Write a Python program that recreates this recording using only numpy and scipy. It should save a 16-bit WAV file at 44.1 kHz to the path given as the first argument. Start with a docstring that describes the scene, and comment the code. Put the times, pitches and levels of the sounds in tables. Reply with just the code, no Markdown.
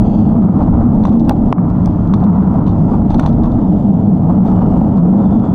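"""A camera rides on a bicycle along a park road. From the start, wind buffets the microphone and sheds a
wavering hum, the road makes the mount drone, the tyres rush and the drive train whirrs in faint swells.
After a second a rough patch sets the housing ticking and the mount knocking; the treble dips briefly
after the hardest knock. Near three seconds a denser rattle ends in a deep bump, then the knocks thin out.
Throughout, a limiter holds the loud rumble steady."""
import sys
import numpy as np
from scipy import signal
from scipy.fft import rfft, irfft
from scipy.io import wavfile
from scipy.ndimage import uniform_filter1d

SR = 44100
rng = np.random.default_rng(int(sys.argv[2]) if len(sys.argv) > 2 else 0)


def int16_out(signal):
    """Quantize to a 16-bit WAV file."""
    q = np.round(np.clip(np.atleast_2d(signal).T, -1, 1) * 32767)
    wavfile.write(sys.argv[1], SR, q.astype(np.int16))


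N = 244314


def from_db(db):
    """Decibels to amplitude ratio."""
    return 10 ** (np.asarray(db) / 20)


def rms_one(x):
    """Normalisation to unit power."""
    return x / np.sqrt(np.mean(x ** 2) + 1e-20)


def decay(t, t60_s):
    """Exponential damping: 60 dB down after t60_s."""
    return np.exp(-np.log(1000) * t / t60_s)


def in_time(rows):
    """Linear interpolation of each column of a time curve, at every sample."""
    times, *columns = np.transpose(rows)
    return [np.interp(np.arange(N) / SR, times, column) for column in columns]


def drift(rate_hz):
    """Low-passed noise: a smooth random fluctuation with a spread of 1."""
    hop, settle = 40, 2000
    pole = np.exp(-2 * np.pi * rate_hz * hop / SR)
    noise = rng.standard_normal(N // hop + settle + 2)
    slow = signal.lfilter([1], [1, -2 * pole, pole * pole], noise)[settle:]
    return np.interp(np.arange(N) / hop, np.arange(len(slow)), rms_one(slow))


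def coloured(colour):
    """Spectral shaping: steady noise with the given spectrum, at unit power."""
    hz, db = np.transpose(colour)
    bins = np.maximum(np.arange(N // 2 + 1) * SR / N, 1)
    gain = from_db(np.interp(np.log(bins), np.log(hz), db))
    gain *= np.minimum(bins / hz[0], 1) ** 2 * np.minimum(hz[-1] / bins, 1) ** 2   # skirts at both ends
    return rms_one(irfft(rfft(rng.standard_normal(N)) * gain, N))


def resonate(x, hz, width_hz):
    """Two identical resonators in cascade, for steep skirts."""
    r = np.exp(-np.pi * width_hz / SR)
    section = [1 - r, 0, r - 1, 1, -2 * r * np.cos(2 * np.pi * hz / SR), r * r]
    return signal.sosfilt([section, section], x + 1e-18)


def shaken(modes):
    """Random excitation: modes kept ringing by noise, at unit power."""
    return rms_one(sum(from_db(db) * rms_one(resonate(rng.standard_normal(N), hz, width))
                       for hz, width, db in modes))


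def steadied(x, span_s):
    """Division by the running RMS evens out slow swells and keeps the fast flutter."""
    power = uniform_filter1d(x ** 2, max(int(span_s * SR), 2))
    return x / np.sqrt(np.abs(power) + 1e-9)


def add(track, start_s, sound):
    """Superposition of a short sound on a track."""
    at = int(start_s * SR)
    track[at:at + len(sound)] += sound[:N - at]


# Resonances of the drive train: pitch_hz, width_hz, level_db
DRIVE_MODES = [(2750, 500, -4), (3380, 460, -2.5), (4440, 420, -8), (4960, 360, -8), (6400, 380, -9),
               (6950, 400, -12)]
# Its swells: middle_s, length_s, level_db, pitch_ratio, tilt_db_per_octave, sing_hz, sing_db
DRIVE_SWELLS = [(0.141, 0.51, -53.5, 0.96, -1.5, 4500, -62.5), (1.92, 0.56, -62.5, 0.95, -1.5, 5150, -73),
                (2.882, 0.4, -64.5, 1.0, 4.5, 4950, -70.5), (3.699, 0.8, -63, 1.06, -3.5, 3445, -71),
                (4.68, 0.61, -67, 1.6, -0.5, 2896, -60.5), (5.369, 0.56, -61, 1.0, 0.5, 3460, -59)]
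def drive_train(idle_db, rough_db, sing_width_hz, sag_hz_per_s):
    """Forced resonance: chain and sprockets ring in swells; in each, one narrow band sings and sinks."""
    t = np.arange(N) / SR
    lowest_hz = DRIVE_MODES[0][0]
    whirr = from_db(idle_db) * shaken(DRIVE_MODES)
    for middle_s, length_s, db, ratio, tilt, sing_hz, sing_db in DRIVE_SWELLS:
        modes = [(hz * ratio, width, mode_db + tilt * np.log2(hz / lowest_hz))
                 for hz, width, mode_db in DRIVE_MODES]
        swell = np.exp(-np.pi ** 2 * ((t - middle_s) / length_s) ** 2)
        phase = 2 * np.pi * np.cumsum(sing_hz - sag_hz_per_s * (t - middle_s)) / SR
        sing = drift(sing_width_hz / 2) * np.cos(phase) + drift(sing_width_hz / 2) * np.sin(phase)
        whirr += swell * (from_db(db) * shaken(modes) + from_db(sing_db) * sing)
    return whirr * from_db(rough_db * drift(90))


# Spectrum of air grazing the microphone port: frequency_hz, density_db
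SKIM_SPECTRUM = [(700, -8), (950, 3.5), (1120, -3), (1330, -5), (1550, -18.5), (1900, -25), (2600, -39)]
def air_skim(level_db, rough_db, surge_db, follows):
    """Grazing-flow turbulence: a fluttering rush at the port that grows with the pace of the ride."""
    skim_db = level_db + follows * rolling_swing_db()
    return coloured(SKIM_SPECTRUM) * from_db(skim_db + rough_db * drift(80) + surge_db * drift(1.0))


# Loudness of the rolling tyres: time_s, level_db
ROLLING_LEVEL = [(0.0, -22.5), (0.45, -25.5), (1.25, -25.5), (1.6, -27), (1.9, -31), (2.3, -28.5),
                 (2.5, -29), (3.1, -24), (3.72, -27.5), (3.95, -25.5), (4.15, -27), (4.7, -23), (4.98, -26),
                 (5.25, -22), (5.54, -27)]
# Spectra of their rush and their hiss: frequency_hz, density_db
RUSH_SPECTRUM = [(250, -13), (400, 3.5), (520, 1), (690, 4), (860, -0.5), (1100, -17.5), (1500, -30.5),
                 (3000, -49.5), (5000, -65.5)]
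HISS_SPECTRUM = [(1200, -7), (2400, -4.5), (3300, 1.5), (4000, -6.5), (4900, -6.5), (5700, -11),
                 (6500, -8.5), (8000, -12), (10500, -16), (11800, -27.5), (13300, -31.5), (15000, -50)]
def tyres(rush_rough_db, hiss_db, hiss_rough_db, hiss_follows):
    """Rolling noise: a dull rush and a faint gritty hiss share one amplitude flutter."""
    roll_db, = in_time(ROLLING_LEVEL)
    flutter = drift(38)
    rush = coloured(RUSH_SPECTRUM) * from_db(roll_db + rush_rough_db * flutter)
    smooth_db = hiss_db + hiss_follows * rolling_swing_db()
    hiss = coloured(HISS_SPECTRUM) * from_db(smooth_db + hiss_rough_db * (flutter + drift(130)))
    return rush, hiss


def rolling_swing_db():
    """Level of the rolling relative to its average; other layers follow a share of it."""
    roll_db, = in_time(ROLLING_LEVEL)
    return roll_db - roll_db.mean()


# Coarse patches under the tyres: start_s, length_s, clatter_db, grit_db
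COARSE_PATCHES = [(0.548, 0.11, -25, -64.5), (1.017, 0.18, -29, -55), (1.256, 0.09, -23.5, -61),
                  (2.184, 0.087, -30, -69), (2.506, 0.13, -26.5, -81), (2.655, 0.043, -25, -58),
                  (2.869, 0.13, -25.5, -63), (3.083, 0.073, -26.5, -46.5), (3.146, 0.18, -23, -46),
                  (3.422, 0.073, -22.5, -51), (4.264, 0.09, -27, -70), (4.443, 0.093, -38.5, -52),
                  (4.574, 0.071, -21, -65), (4.957, 0.063, -27.5, -58.5)]
# Spectrum of their clatter: frequency_hz, density_db
CLATTER_SPECTRUM = [(350, -0.5), (550, 7), (800, 6.5), (1150, 1.5), (1400, -11.5), (1900, -29),
                    (2800, -33.5)]
def scuffs(rough_db, grains_per_s):
    """Roughness excitation: coarse asphalt gives a dull clatter, and its grains tick in the housing."""
    clatter_gain, grit_gain = np.zeros((2, N))
    for start_s, length_s, clatter_db, grit_db in COARSE_PATCHES:
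        swell = signal.windows.tukey(int(length_s * SR), .75)
        add(clatter_gain, start_s, from_db(clatter_db) * swell)
        add(grit_gain, start_s, from_db(grit_db) * swell)
    coarseness = from_db(rough_db * np.tanh(drift(130)))
    grains = (rng.random(N) < grains_per_s / SR) * rng.uniform(-1, 1, N) * coarseness
    clatter = coloured(CLATTER_SPECTRUM) * coarseness
    return clatter_gain * clatter + grit_gain * rms_one(housing(grains))


# Bumps in the road: start_s, level_db
ROAD_BUMPS = [(1.031, -7.5), (3.186, -11), (3.254, -21), (3.44, -1.5)]
def bumps(hz, t60_s):
    """Damped oscillation: each bump heaves the whole camera through a few slow swings."""
    t, thuds = np.arange(SR // 2) / SR, np.zeros(N)
    for start_s, db in ROAD_BUMPS:
        add(thuds, start_s, from_db(db) * np.sin(2 * np.pi * hz * t) * decay(t, t60_s))
    return thuds


# Resonances of the plastic housing: pitch_hz, width_hz, level_db
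PLASTIC_MODES = [(2200, 2600, 8), (3370, 650, 2.5), (4160, 420, -8), (4320, 1500, -10.5), (5250, 1900, -11),
                 (5750, 410, -16), (8200, 400, -30), (10600, 370, -25)]
def housing(force):
    """Modal response of the housing, scaled so that under white noise a mode's width sets no level."""
    return sum(from_db(db) * np.sqrt(SR / width) * resonate(force, hz, width)
               for hz, width, db in PLASTIC_MODES)


# Modes of a loose metal fitting: pitch_hz, level_db, t60_s
METAL_MODES = [(2350, -9.5, 0.028), (2910, -8.5, 0.018), (3600, -1, 0.026), (4080, -5.5, 0.036),
               (4600, -9, 0.016), (5900, -10, 0.029), (6200, -14, 0.019), (8100, -24, .03),
               (10600, -27.5, .04)]
def fitting(t, spread_db=1.0, detune=0.015):
    """Free vibration of the fitting; every touch weights and tunes its modes a little differently."""
    ring = np.zeros(len(t))
    for k, (hz, db, t60_s) in enumerate(METAL_MODES):
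        weakening, tuning = rng.standard_normal(2)
        tone = (-1) ** k * np.sin(2 * np.pi * hz * (1 + detune * tuning) * t)
        ring += from_db(db - spread_db * weakening) * tone * decay(t, t60_s)
    return ring


# Contacts of loose parts: start_s, level_db, snap_relative_db, crack_hz, metal_relative_db
CONTACTS = [(0.6306, -43, -38, 3500, -9), (1.029, -44, -36, 3500, -3), (1.037, -36.5, -29, 3336, 3.5),
            (1.0532, -28.5, -34, 2710, -1), (1.0698, -39.5, -26, 3590, 1), (1.0833, -45, -25, 3620, -2.5),
            (1.093, -42, -32, 3700, -4), (1.196, -36, -37, 3020, -5), (1.205, -42, -29, 4200, -7),
            (1.2512, -44.5, -34, 4230, -7), (1.2941, -18, -10.5, 2600, -11), (1.311, -39, -19.5, 2780, -6),
            (1.321, -37, -37, 2625, -4), (1.5262, -30, -20, 5300, -22), (1.593, -52, -44, 3300, -6),
            (1.701, -44, -31, 3700, -15), (1.8583, -30, -16, 5300, -29), (2.0743, -43, -28, 3900, -4),
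            (2.138, -32.5, -26, 3700, -1.5), (2.1415, -36, -32, 3000, -2), (2.161, -44, -27, 3800, -9.5),
            (2.2021, -46, -30, 3580, -8), (2.239, -50, -31, 3500, 8.5), (2.364, -50, -25, 4400, -11),
            (2.6655, -38, -36, 2640, -9), (2.673, -43, -34.5, 2900, -9.5), (2.679, -34.5, -32, 3000, -8),
            (2.6914, -39, -35, 3400, -4), (2.7104, -44, -31, 3480, -5), (3.104, -28.5, -31, 3517, -2),
            (3.113, -38, -33, 4200, -6), (3.144, -28, -34, 3720, -2), (3.182, -38, -30, 4200, -7),
            (3.196, -15, -21, 3280, -5), (3.1985, -23.5, -17, 5560, -5), (3.2165, -41, -28, 4000, -2),
            (3.224, -37, -30, 3400, -2), (3.231, -38, -28, 3600, -2), (3.2615, -22, -28, 3570, -2),
            (3.2665, -32, -25, 3580, 0), (3.2795, -42, -34, 3600, -4), (3.291, -40.5, -26, 3800, 1),
            (3.328, -43, -36, 4400, -6), (3.4346, -39.5, -32, 3500, -12), (3.455, -40, -30, 3430, -8),
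            (3.5184, -42.5, -34, 3530, -4), (4.147, -48, -42.5, 2300, -27),
            (4.355, -49, -36.5, 3120, -14.5), (4.465, -48, -35, 3200, -14), (4.6211, -47, -36, 3470, -8),
            (4.9728, -45, -35, 3290, -13)]
# Spectrum of a hard contact's snap: frequency_hz, density_db
SNAP_SPECTRUM = [(3500, -18.5), (5200, 2), (7000, -5), (9000, 1.5), (10600, -7.5), (12000, -9.5),
                 (14000, -2), (16000, -19.5)]
def ticks(ring_db, crack_db, snap_db, fitting_db, rise_s, t60_s, crack_width_hz, plastic_top_hz):
    """Impact excitation: a brief pitched chatter rings housing and fitting; hard contacts also snap."""
    t = np.arange(SR // 10) / SR
    contact = (1 - np.exp(-t / rise_s)) * decay(t, t60_s)
    contact /= contact.max()
    force, hard_force, crack, metal = np.zeros((4, N))
    grain, snap = rng.standard_normal(N), coloured(SNAP_SPECTRUM)
    for start_s, db, hard_db, hz, metal_db in CONTACTS:
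        add(force, start_s, from_db(db) * contact)
        add(hard_force, start_s, from_db(db + hard_db) * contact)
        chatter = resonate(contact * rng.standard_normal(len(t)), hz, crack_width_hz)
        add(crack, start_s, from_db(db) * chatter / np.abs(chatter).max())
        add(metal, start_s, from_db(db + metal_db) * fitting(t))
    plastic = from_db(ring_db) * housing(force * grain) + from_db(crack_db) * crack
    plastic = signal.sosfilt(signal.butter(4, plastic_top_hz, fs=SR, output="sos"), plastic)
    return plastic + from_db(snap_db) * hard_force * snap + from_db(fitting_db) * metal


# Knocks in the clamp: start_s, level_db, pitch_hz, t60_cycles, edge_relative_db, thud_relative_db
CLAMP_KNOCKS = [(0.661, -23.5, 700, 24, -44, -16), (0.686, -20.5, 800, 24, -43.5, -14),
                (0.909, -23, 800, 22, -42, -15), (1.0295, -15, 1000, 22, -42, -11),
                (1.0375, -14, 880, 26, -35, -13), (1.0522, -5.5, 1070, 15, -22, -8),
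                (1.071, -19, 990, 19, -36, -12), (1.082, -20, 1080, 20, -38, -11),
                (1.2938, -5, 850, 12, -18, 1), (1.2964, -10, 1500, 6, -18, -8),
                (1.3105, -0.5, 805, 37, -44, -12), (1.5266, 3.5, 1086, 12, -12, -0.5),
                (1.582, -16, 1176, 31, -30, -6), (1.874, -13, 853, 21, -35, -20),
                (2.137, -12, 1130, 22, -24, -6), (2.227, -17, 730, 24, -37.5, -15.5),
                (3.1065, -7.5, 905, 21, -43, -18), (3.144, -9.5, 860, 18, -42, -14),
                (3.188, -14, 700, 16, -42, -6), (3.195, -7.5, 1437, 29, -14, 2),
                (3.1973, -14, 1870, 21, -20, -6), (3.204, -5, 756, 25, -42, -4),
                (3.21, -8, 620, 13, -42, -16), (3.231, -10, 1020, 33, -40, -10),
                (3.2385, -14, 980, 25, -40, -10), (3.2495, -7.5, 885, 29, -44, -6),
                (3.2622, -9, 1050, 12, -28, -12), (3.2755, -10, 790, 20, -37, -15),
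                (3.447, -17, 870, 20, -42, -20), (4.464, -18, 700, 18, -41.5, -12),
                (4.815, -12.5, 750, 40, -49, -16)]
# Modes of the clamp: pitch_ratio, level_db
CLAMP_PARTIALS = [(.65, -5.5), (1, 9), (1.45, -6.5), (1.9, -17)]
def knocks(rise_s, edge_hz, edge_t60_s, thud_hz, thud_t60_s, slack, seat_s):
    """Impact in a loose joint: a sharp edge, a tock that rises as the mount seats, a thud of the body."""
    t, out = np.arange(SR // 10) / SR, np.zeros(N)
    onset = 1 - np.exp(-t / rise_s)
    glide = 1 - slack * np.exp(-t / seat_s)   # pitch rises as the slack is taken up
    phase_per_hz = 2 * np.pi * np.cumsum(glide) / SR
    edge = onset * np.sin(2 * np.pi * edge_hz * t) * decay(t, edge_t60_s)
    thud = onset * np.sin(2 * np.pi * thud_hz * t) * decay(t, thud_t60_s)
    for start_s, db, hz, cycles, edge_db, thud_db in CLAMP_KNOCKS:
        modes = sum((-1) ** k * from_db(mode_db) * np.sin(hz * ratio * phase_per_hz)
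                    for k, (ratio, mode_db) in enumerate(CLAMP_PARTIALS))
        tock = onset * decay(t, cycles / hz) * modes
        tock /= np.abs(tock).max()
        add(out, start_s, from_db(db) * (tock + from_db(edge_db) * edge + from_db(thud_db) * thud))
    return out


def treble_dip(depth_db, fall_s, hold_s, recover_s):
    """Gain envelope for the treble, which dips briefly after the hardest knock."""
    hardest_s = max(CLAMP_KNOCKS, key=lambda knock: knock[1])[0]
    corners_s = hardest_s + np.cumsum([0, fall_s, hold_s, recover_s])
    return from_db(np.interp(np.arange(N) / SR, corners_s, [0, depth_db, depth_db, 0]))


# How hard the road sways the mount: time_s, level_db
SWAY_LEVEL = [(0.0, -12), (0.25, -14), (0.6, -12), (1.3, -15), (1.7, -18.5), (1.93, -11.5), (2.12, -16),
              (2.8, -14), (3.15, -10.5), (3.55, -17.5), (4.0, -14.5), (4.8, -11.5), (5.1, -19.5),
              (5.54, -16)]
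# Resonances of the mount, low sway and higher drone: pitch_hz, width_hz, level_db
MOUNT_SWAY_MODES = [(106, 27, -3.5), (150, 35, -4.5), (181.6, 43, 0)]
MOUNT_DRONE_MODES = [(236.1, 43.7, 2), (300, 45.7, -3.5), (417.5, 51, -18)]
def mount(drone_db, gust_db_per_doubling, follows, cruise_hz):
    """Forced vibration: asphalt shakes the mount, whose drone grows with the rolling and in gusts."""
    sway_db, = in_time(SWAY_LEVEL)
    shedding_hz, _ = in_time(VORTEX_HUM)
    speed_doublings = np.log2(shedding_hz / cruise_hz)   # cruise_hz is shed at the usual air speed
    swell_db = gust_db_per_doubling * speed_doublings + follows * rolling_swing_db()
    sway = from_db(sway_db) * steadied(shaken(MOUNT_SWAY_MODES), span_s=0.32)
    drone = from_db(drone_db + swell_db) * steadied(shaken(MOUNT_DRONE_MODES), span_s=0.077)
    return sway + drone


# Hum of the eddies shed by the housing: time_s, pitch_hz, level_db
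VORTEX_HUM = [(0.0, 205, -12), (0.18, 214, -12.5), (0.32, 214, -16.5), (0.44, 200, -8.5), (0.6, 198, -17),
              (0.76, 238, -14.5), (0.9, 216, -17.5), (1.08, 208, -8), (1.24, 232, -14.5),
              (1.34, 245, -15.5), (1.6, 174, -16.5), (1.85, 195, -29.5), (2.02, 181.6, -15.5),
              (2.38, 193, -13.5), (2.65, 200, -17), (2.8, 160, -12.5), (2.95, 210, -19), (3.19, 243.4, -16),
              (3.37, 219, -20), (3.51, 242.4, -16), (3.65, 196, -12), (4.1, 197, -14.5), (4.3, 192, -13.5),
              (4.52, 198, -12), (4.7, 190, -17), (4.87, 206, -11.5), (5.02, 168, -11), (5.14, 194, -10.5),
              (5.26, 190, -11.5), (5.37, 207, -9.5), (5.54, 192, -11.5)]
# How hard large eddies buffet the port: time_s, level_db
BUFFET_LEVEL = [(0.0, -11), (0.52, -21.5), (0.72, -10), (0.88, -16), (1.08, -16), (1.5, -16), (1.58, -29),
                (1.7, -16.5), (2.2, -19.5), (2.8, -18.5), (3.2, -10), (3.48, -16), (3.7, -19.5), (4.2, -25),
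                (4.68, -16), (5.17, -24), (5.3, -16.5), (5.54, -23)]
# Spectrum of the buffeting: frequency_hz, density_db
BUFFET_SPECTRUM = [(15, -9.5), (28, 3), (45, -4.5), (65, 4), (90, -2.5), (140, -0.5), (250, -17),
                   (500, -43)]
def wind(waver_hz, jitter_hz, flutter_db, octave_db):
    """Vortex shedding hums at a pitch proportional to air speed, while large eddies thump on the port."""
    hz, hum_db = in_time(VORTEX_HUM)
    buffet_db, = in_time(BUFFET_LEVEL)
    buffet = from_db(buffet_db) * steadied(coloured(BUFFET_SPECTRUM), span_s=0.12)
    pitch_hz = hz + waver_hz * drift(23.95) + jitter_hz * drift(96.6)
    phase = 2 * np.pi * np.cumsum(pitch_hz) / SR
    hum = rms_one(np.sin(phase) + from_db(octave_db) * np.sin(2 * phase))
    return buffet + hum * from_db(hum_db + flutter_db * drift(13.0))


def scene():
    """Superposition: airborne and structure-borne sound add at one microphone."""
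    air = wind(waver_hz=9, jitter_hz=11.95, flutter_db=3.5, octave_db=-27.0)
    air += air_skim(level_db=-36, rough_db=1.7, surge_db=3.5, follows=0.87)
    rush, hiss = tyres(rush_rough_db=0.7, hiss_db=-62.5, hiss_rough_db=1.5, hiss_follows=0.68)
    road = rush + mount(drone_db=-14.5, gust_db_per_doubling=6.5, follows=0.56, cruise_hz=219)
    road += scuffs(rough_db=5, grains_per_s=810) + bumps(hz=34.5, t60_s=0.13)
    whirr = drive_train(idle_db=-75, rough_db=1.5, sing_width_hz=150, sag_hz_per_s=450)
    treble = (hiss + whirr) * treble_dip(depth_db=-19, fall_s=0.018, hold_s=0.05, recover_s=0.065)
    rattle = ticks(ring_db=-20.5, crack_db=-1.0, snap_db=3.0, fitting_db=-2.0,
                   rise_s=0.000099, t60_s=0.012, crack_width_hz=2200, plastic_top_hz=9500)
    rattle += knocks(rise_s=0.00005, edge_hz=2700, edge_t60_s=0.0027,
                     thud_hz=570, thud_t60_s=0.0072, slack=0.3, seat_s=0.00074)
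    return (air + road + treble + rattle)[None]


def limiter(x, ceiling_db, release_db_per_s, attack_s):
    """Peak limiting: peaks over the ceiling pull the gain down, and it recovers at a steady rate."""
    over_db = np.maximum(20 * np.log10(np.abs(x) + 1e-9) - ceiling_db, 0)
    release_db = release_db_per_s * np.arange(N) / SR
    held_db = np.maximum.accumulate(over_db + release_db, axis=-1) - release_db
    return x * from_db(-uniform_filter1d(held_db, max(int(attack_s * SR), 2)))


def record(dry):
    """Limiting holds the rumble, the remaining peaks clip, and a low-pass filter cuts the top."""
    limited = limiter(dry, ceiling_db=-3.0, release_db_per_s=150.0, attack_s=0.0017)
    low_pass = signal.cheby2(12, 70, 16500, fs=SR, output="sos")   # 70 dB down from 16.5 kHz
    return signal.sosfilt(low_pass, np.clip(limited, -1, 1))


dry = scene()
out = record(dry)
int16_out(out)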